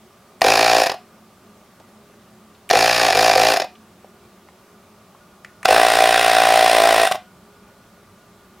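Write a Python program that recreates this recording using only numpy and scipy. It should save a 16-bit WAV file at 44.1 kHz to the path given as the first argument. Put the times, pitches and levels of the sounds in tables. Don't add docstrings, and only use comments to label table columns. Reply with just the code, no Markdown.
import sys
import numpy as np
from scipy import signal
from scipy.io import wavfile
from scipy.ndimage import uniform_filter1d

SR = 44100
rng = np.random.default_rng(int(sys.argv[2]) if len(sys.argv) > 2 else 0)


def to_linear_factor(level_db):
    exponent = np.asarray(level_db, float) / 20
    return 10 ** exponent


def to_wav(sig):
    pcm = np.clip(np.atleast_2d(sig), -1, 1) * 32767
    pcm = np.round(pcm).astype(np.int16)
    wavfile.write(sys.argv[1], SR, pcm.T)


N = 379260
MOVE_S = 5.2

# angle_turns, thud_db, clack_db, tick_db, scatter_ms
STROKE = [
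    [(-.40, -24, -8, 0, .1), (-.34, -11, -3, -1, .12), (-.24, -20, -5, -6, .2), (-.17, -22, -1, -4, .08),
     (-.13, 0, -3, -8, .035), (.06, -20, -7, -3, .2), (.29, -17, -8, -10, .2), (.41, -19, -12, -13, .3)],
    [(-.39, -22, -10, -7, .15), (-.33, -14, -5, -6, .2), (-.15, 0, -1, 0, .045), (-.1, -20, -2, -2, .1),
     (.02, -20, -6, -6, .2), (.09, -20, -9, -3, .2), (.27, -17, -8, -8, .25), (.44, -19, -8, -13, .25)],
]
# start_s, end_s, free_speed_turns_per_s, filter_loss_turns_per_s2
BURSTS = [
    (0.425, 0.855, 58.267, 0),
    (2.715, 3.56, 58.609, 0),
    (5.665, 7.09, 58.5645, 1.0023),
]
# slowest_s, lost_turns_per_s
STALLS = [(0.425, 26.506), (0.5763, 3.854), (0.8765, 19.976), (2.715, 23.601), (2.9346, 1.41),
          (3.1374, 21.731), (3.3585, 15.932), (3.5868, 36.079), (5.665, 29.035), (5.9111, 1.271),
          (6.8064, 2.264), (6.9666, 2.97), (7.11, 27)]
SAG_S, RECOVER_S = 0.0708, 0.0322
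FULL_SPEED, LOOSE_DB = 62.5, 9
WANDER_TURNS, WANDER_HZ = 0.012, 3

# pitch_hz, density_db (per Hz)
THUD = [
    [(150, -55), (250, -22), (290, -21), (400, -13), (460, -19.5), (520, -7.5), (580, -10.5), (670, -2),
     (750, 1), (820, -9.5), (930, -15.5), (1050, -16), (1300, -29), (2200, -47.5)],
    [(150, -47), (240, -23.5), (290, -20), (400, -13.5), (480, -9), (570, -7.5), (640, -0.5), (700, -0.5),
     (760, 4), (820, -6.5), (930, -15.5), (1040, -9), (1300, -19.5), (2200, -36)],
]
# pitch_hz, density_db (per Hz)
CLACK = [
    [(710, -42), (1200, -1), (1400, -2.5), (1860, 3), (2180, -7), (2390, 3.5), (3040, -7), (4340, -3),
     (4700, -3.5), (5130, -1), (6250, -11.5), (6770, -10.5), (8000, -28), (10400, -49), (17600, -120)],
    [(800, -23), (1200, 1), (1550, 4.5), (1720, 2), (1900, 7.5), (2220, -3.5), (2430, 3), (3100, -3.5),
     (3570, -1), (4600, -7), (5270, -4), (6300, -12), (7400, -12), (10000, -38)],
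]
# pitch_hz, density_db (per Hz)
TICK = [
    [(4240, -20), (7200, -14.5), (7370, -14.5), (8310, -14.5), (9530, -8), (11900, -15.5), (13000, -14.5),
     (15300, -16.5), (16000, -51)],
    [(5000, -23), (7200, -4), (8300, -3), (9100, 4), (9900, -2.5), (11600, -10.5), (12400, -10),
     (13300, -6), (14200, -10), (16000, -51)],
]
# order_multiple, level_db
SHAKE = [
    [(1, -8), (2, 0), (3, -1), (4, -8)],
    [(1, -4), (2, 0), (3, -2), (4, -3)],
]
# pitch_hz, density_db (per Hz)
HOLLOW = [(200, -46.5), (420, -18), (510, 2), (580, -4.5), (900, -42.5), (2000, -71)]
HOLLOW_DB = (10, 5)

# time_s, thud_db
BOOM = [
    [(0.44, -13), (0.52, -14), (0.68, -18), (0.76, -15.5), (0.82, -15), (0.85, -23)],
    [(2.73, -13.5), (2.8, -15), (2.95, -20.5), (3.05, -14.5), (3.12, -19), (3.22, -14), (3.36, -17),
     (3.51, -14.5), (3.55, -17.5)],
    [(5.68, -13.5), (5.76, -11.5), (5.9, -16), (6.05, -14.5), (6.25, -16), (6.6, -14.3), (6.8, -13),
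     (7.045, -14), (7.08, -21)],
]
# clack_db, tick_db, shake_db
STEADY = [
    (-18.5, -33.5, -41.5),
    (-18.5, -33, -40),
    (-18.5, -31, -44),
]
# clack_db, tick_db, shake_db
PULL_DB = (0.54, 0.8, 2)
# clack_db, tick_db, shake_db
START_DB = (-3, -6, -35)
# clack_db, tick_db, shake_db
COAST_DB = (-2, 2.5, -9.)
PULL_S, START_S, COAST_S = 0.035, 0.052, 0.085
VENT_S = 0.09

# time_s, thud_peak_db, clack_db (re thud), tick_db (re thud)
SINGLES = [(0.4172, -1, -1, -15.5), (0.4275, -12, -13, -18), (0.8597, -15.5, 3.5, -9),
           (0.867, -9.5, 0.5, -12), (0.8959, -10, 0, -19), (0.917, -15, -2.5, -16),
           (0.9413, -20.5, -9, -19), (2.7004, -15, 9, -9), (2.71, -0.5, 0, -14), (3.5608, -16.5, 7, -8),
           (3.5695, -10, 0, -11), (3.5991, -11, 0.5, -15), (3.6186, -12.5, -0.5, -20),
           (3.6433, -18, -8, -20), (5.652, -11.5, 0.5, -17), (5.655, -0.5, 1.5, -15.5),
           (7.1126, -9, -6, -22), (7.1196, -18, 7.5, 0), (7.146, -17.5, -13, -23), (7.1542, -16.5, -8, -25)]
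# pitch_hz, width_hz, level_db
JOLT = [(101, 87, -15), (207, 90, -13.5)]
JERK_DB = -4

# time_s, peak_db, pitch_hz, t60_s, treble_db
TAPS = [(0.4106, -20, 2760, 0.012, -18), (1.799, -38.5, 696, 0.05, -39), (2.138, -46, 1800, .03, -40),
        (2.549, -48, 3530, .04, -27), (2.692, -18, 2750, 0.019, -4), (3.754, -40.5, 3000, 0.034, -35),
        (4.045, -31, 686, 0.019, -48), (4.4868, -37.5, 1000, 0.013, -41), (4.4868, -42, 2150, .012, -30),
        (5.148, -37, 1180, 0.034, -37), (5.4475, -23.5, 2130, 0.017, -25.5), (5.494, -45, 1900, .03, -40),
        (5.6301, -22, 2200, 0.022, -20), (5.631, -33, 1100, .04, -40), (5.648, -22, 2500, .03, -7)]

# pitch_hz, density_db (per Hz)
AIR = [(15, -53), (25, -36), (97, -0.5), (145, -9), (212, -6.5), (326, -8.5), (354, -5.5), (476, -10.5),
       (575, -6), (887, -10.5), (1230, -13), (1700, -17), (7110, -26), (16000, -30.5)]
AIR_DB = -52.5
# pitch_hz, side_db (re mid)
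AIR_SIDE = [(60, -21), (180, -21), (550, -20.5), (1650, -13), (4970, -5), (15000, -4.5)]
# pitch_hz, before_move_db, after_move_db, width_hz
HUM = [(56, -117.5, -70, 3.5), (185.4, -60.5, -57.5, 10.5), (215.4, -57.5, -60, 9.4),
       (366, -63.5, -65.5, 3.9), (411, -63.5, -64, 2.1), (620, -83, -96, 21), (1187, -61.5, -61, 67),
       (1444, -70.5, -63.5, 5.3)]
# pitch_hz, t60_s
ROOM = [(200, 0.073), (800, 0.22), (3000, 0.27), (12000, 0.12)]


def pump(start, end, free, fill, boom, steady):
    t = np.arange(start, end + 0.09, 1 / SR)
    view = int(start > MOVE_S)
    speed = crank(np.minimum(t, end), free - fill * (t - start))
    wander_hz = WANDER_HZ * np.array([0.4, 0.7, 1.1, 1.7])
    wander = sum(np.sin(2 * np.pi * (hz * t + rng.random())) for hz in wander_hz)
    turns = np.cumsum(speed) / SR + WANDER_TURNS * evened(wander)
    slack = np.clip(1 - speed / FULL_SPEED, 0, 1)

    count = int(np.interp(end, t, turns))
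    hits = np.zeros((3, len(t)))
    for angle, *db, ms in STROKE[view]:
        luck = evened(signal.lfilter([1], [1, -0.6], rng.standard_normal((count, 4)), axis=0))
        at = np.interp(np.arange(1, count + 1) + angle, turns, np.arange(len(t)))
        at = (at + luck[:, 3] * ms * SR / 1000).astype(int)
        spread_db = luck[:, :3].T * [[0.8], [0.8], [1.1]]
        loose_db = LOOSE_DB * slack[at] * (angle < -0.3)
        hits[:, at] += to_linear_factor(np.array(db)[:, None] + spread_db + loose_db)

    vent = np.clip(1 + (end - t) / VENT_S, 0, 1) * np.clip((t - start) / 0.01, 0, 1)
    leak = vent * rng.standard_normal((3, len(t))) * to_linear_factor([[-50], [-36], [-36]])
    thud = chatter(hits[0], 0.8, 0.06)
    drive = [thud, chatter(hits[1], 0.66, 0.43), chatter(hits[2], 0.56, 0.25)] + leak
    parts = [signal.oaconvolve(d, body)[:len(t)] for d, body in zip(drive, bodies(view))]

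    gathering = slack * (np.gradient(speed) > 0) * thud
    hollow = signal.oaconvolve(gathering, evened(causal(HOLLOW)))[:len(t)] / 50 / thud.std()
    parts[0] = evened(parts[0]) + to_linear_factor(HOLLOW_DB[view]) * hollow

    running = np.clip((end - t) / 0.0103, 0, 1) * np.clip((t - t[0]) / 0.012, 0, 1)
    orders = sum(to_linear_factor(db) * np.cos(2 * np.pi * k * turns + 2.78 * k) for k, db in SHAKE[view])
    parts.append(running * orders)
    level = effort(t, speed, end, boom, steady)
    on = t < end
    return t[0], sum(gain * part / part[on].std() for gain, part in zip(level, parts))


def crank(t, free):
    lost = 0
    for s, drop in STALLS:
        sag = np.clip(1 - (s - t) / SAG_S, 0, 1)
        recovery = np.exp(-abs(t - s) / RECOVER_S)
        lost = lost + drop * np.where(t < s, sag, recovery)
    return free - lost


def effort(t, speed, end, boom, steady):
    r = np.exp(-1 / (PULL_S * SR))
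    pull = signal.lfilter([1 - r], [1, -r], np.gradient(speed) * SR / 100)
    start = np.clip(1 - (t - t[0]) / START_S, 0, 1)
    coast = np.clip(1 - (end - t) / COAST_S, 0, 1)
    rest_db = np.c_[steady, PULL_DB, START_DB, COAST_DB] @ [1 + 0 * t, pull, start, coast]
    thud_db = np.interp(t, *np.transpose(boom))
    return to_linear_factor(np.vstack([thud_db, rest_db]))


def chatter(hits, ms, rough):
    r = np.exp(-1000 / (ms * SR))
    trail = signal.lfilter([0, 1 - r], [1, -2 * r, r * r], hits) * 2 / np.sqrt(ms * SR / 1000)
    return np.sqrt(1 - rough) * hits + np.sqrt(rough) * trail * rng.standard_normal(len(hits))


def bodies(view):
    return causal(THUD[view]), causal(CLACK[view]), causal(TICK[view])


def singles():
    out = np.zeros(N)
    hit = np.eye(1, 1200)[0]
    for s, db, clack_db, tick_db in SINGLES:
        add(out, s, to_linear_factor(db - 25) * ring(JOLT))
        jerk = db > JERK_DB
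        rattle_ms = 1.2 if jerk else 2.2
        roughness = (0.15 if jerk else 0.5, 0.88, 0.95)
        for body, rel_db, rough in zip(bodies(int(s > MOVE_S)), (0, clack_db, tick_db), roughness):
            sound = np.convolve(chatter(hit, rattle_ms, rough), body)
            add(out, s, to_linear_factor(db + rel_db) * sound / abs(sound).max())
    return out


def ring(modes):
    t = np.arange(3000) / SR
    out = np.zeros(len(t))
    for k, (hz, width, db) in enumerate(modes):
        decay = np.exp(-np.pi * width * t)
        out += to_linear_factor(db) * width * decay * np.sin(2 * np.pi * hz * t) * (-1) ** k
    return out / abs(out).max()


def taps():
    out, t = np.zeros(N), np.arange(2500) / SR
    for s, db, hz, t60, treble_db in TAPS:
        body = causal([(0.093 * hz, -40), (0.76 * hz, -6), (hz, 0), (1.2 * hz, -7), (1.63 * hz, -24),
                       (9000, treble_db), (16000, treble_db - 20)])
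        rattle = rng.standard_normal(len(t)) * to_linear_factor(-60 * t / np.maximum(t60, 0.004))
        blow = 2.3 * (t == 0)
        sound = np.convolve(rattle + blow, body[:900])
        add(out, s, to_linear_factor(db) * sound / abs(sound).max())
    return out


def air():
    frames, hz = N // 512 + 6, np.fft.rfftfreq(2048, 1 / SR)
    a, b, c, d, patches = rng.standard_normal((frames, 1025, 5)).T
    patches = evened(uniform_filter1d(uniform_filter1d(patches, 14, 0), 6, 1))
    z = np.array([a + 1j * b, (c + 1j * d) * to_linear_factor(read(AIR_SIDE, hz))[:, None]])
    z = z * to_linear_factor(read(AIR, hz)[:, None] + 0.97 * patches)
    wash = signal.istft(z, nperseg=2048, noverlap=1536)[1][:, :N]
    wash = wash * to_linear_factor(AIR_DB) / wash[0].std()

    t, knots = np.arange(N) / SR, np.arange(N // 100 + 2) * 100 / SR
    for line_hz, before_db, after_db, width in HUM:
        r = np.exp(-np.pi * width * 100 / SR)
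        drift = signal.lfilter([1], [1, -r], rng.standard_normal((len(knots), 2)), axis=0)
        turn = 2 * np.pi * line_hz * t
        line = np.interp(t, knots, drift[:, 0]) * np.cos(turn)
        line += np.interp(t, knots, drift[:, 1]) * np.sin(turn)
        wash[0] += evened(line) * to_linear_factor(np.where(t < MOVE_S, before_db, after_db))
    return wash


def room(x):
    echoes = np.zeros((2, SR // 2))
    at = np.arange(200, SR // 2 - 20, 20) + rng.integers(0, 20, (2, (SR // 2 - 201) // 20))
    np.put_along_axis(echoes, at, rng.choice([-1., 1.], at.shape), 1)
    hz, t, z = signal.stft(echoes, SR, nperseg=256)
    tail = signal.istft(z * to_linear_factor(-60 * t / read(ROOM, hz)[:, None]), SR, nperseg=256)[1]
    return signal.fftconvolve(x[None], tail / np.linalg.norm(tail[0]), axes=1)[:, :N]


def causal(spectrum):
    half = np.log(to_linear_factor(read(spectrum, np.fft.rfftfreq(8192, 1 / SR))))
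    log_gain = np.r_[half, half[-2:0:-1]]
    return np.fft.ifft(np.exp(np.conj(signal.hilbert(log_gain)))).real[:2500]


def read(points, hz):
    f, value = np.transpose(points)
    return np.interp(np.log(hz + 1), np.log(f + 1), value)


def evened(x):
    return x / np.sqrt(np.mean(x ** 2) + 1e-20)


def add(mix, s, sound):
    part = mix[round(s * SR):][:len(sound)]
    part += sound[:len(part)]


def scene():
    gun = singles() + taps()
    for burst, boom, steady in zip(BURSTS, BOOM, STEADY):
        add(gun, *pump(*burst, boom, steady))
    wet = room(gun)
    off_centre = wet[1] - gun
    lean_band = signal.butter(3, (580, 850), "band", fs=SR, output="sos")
    lean = signal.sosfilt(lean_band, off_centre)
    low = signal.sosfilt(signal.butter(2, 200, "low", fs=SR, output="sos"), off_centre)
    mid, side = air()
    side = side - to_linear_factor(-33) * mid + to_linear_factor(-35) * lean + to_linear_factor(-27.5) * low
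    mid = mid + to_linear_factor(-0.3) * gun + to_linear_factor(-13) * wet[0]
    return np.array([mid + side, mid - side])


def low_pass(x):
    return signal.sosfilt(signal.butter(12, 16260, fs=SR, output="sos"), x)


def record(dry):
    rounded = np.clip(dry / (1 + abs(dry / 1.25) ** 3) ** (1 / 3), -1, 1)
    edge = signal.firwin(255, 16150, window=("kaiser", 7), fs=SR)
    limited = signal.oaconvolve(rounded, edge[None], "same")
    return low_pass(limited)


dry = scene()
out = record(dry)
to_wav(out)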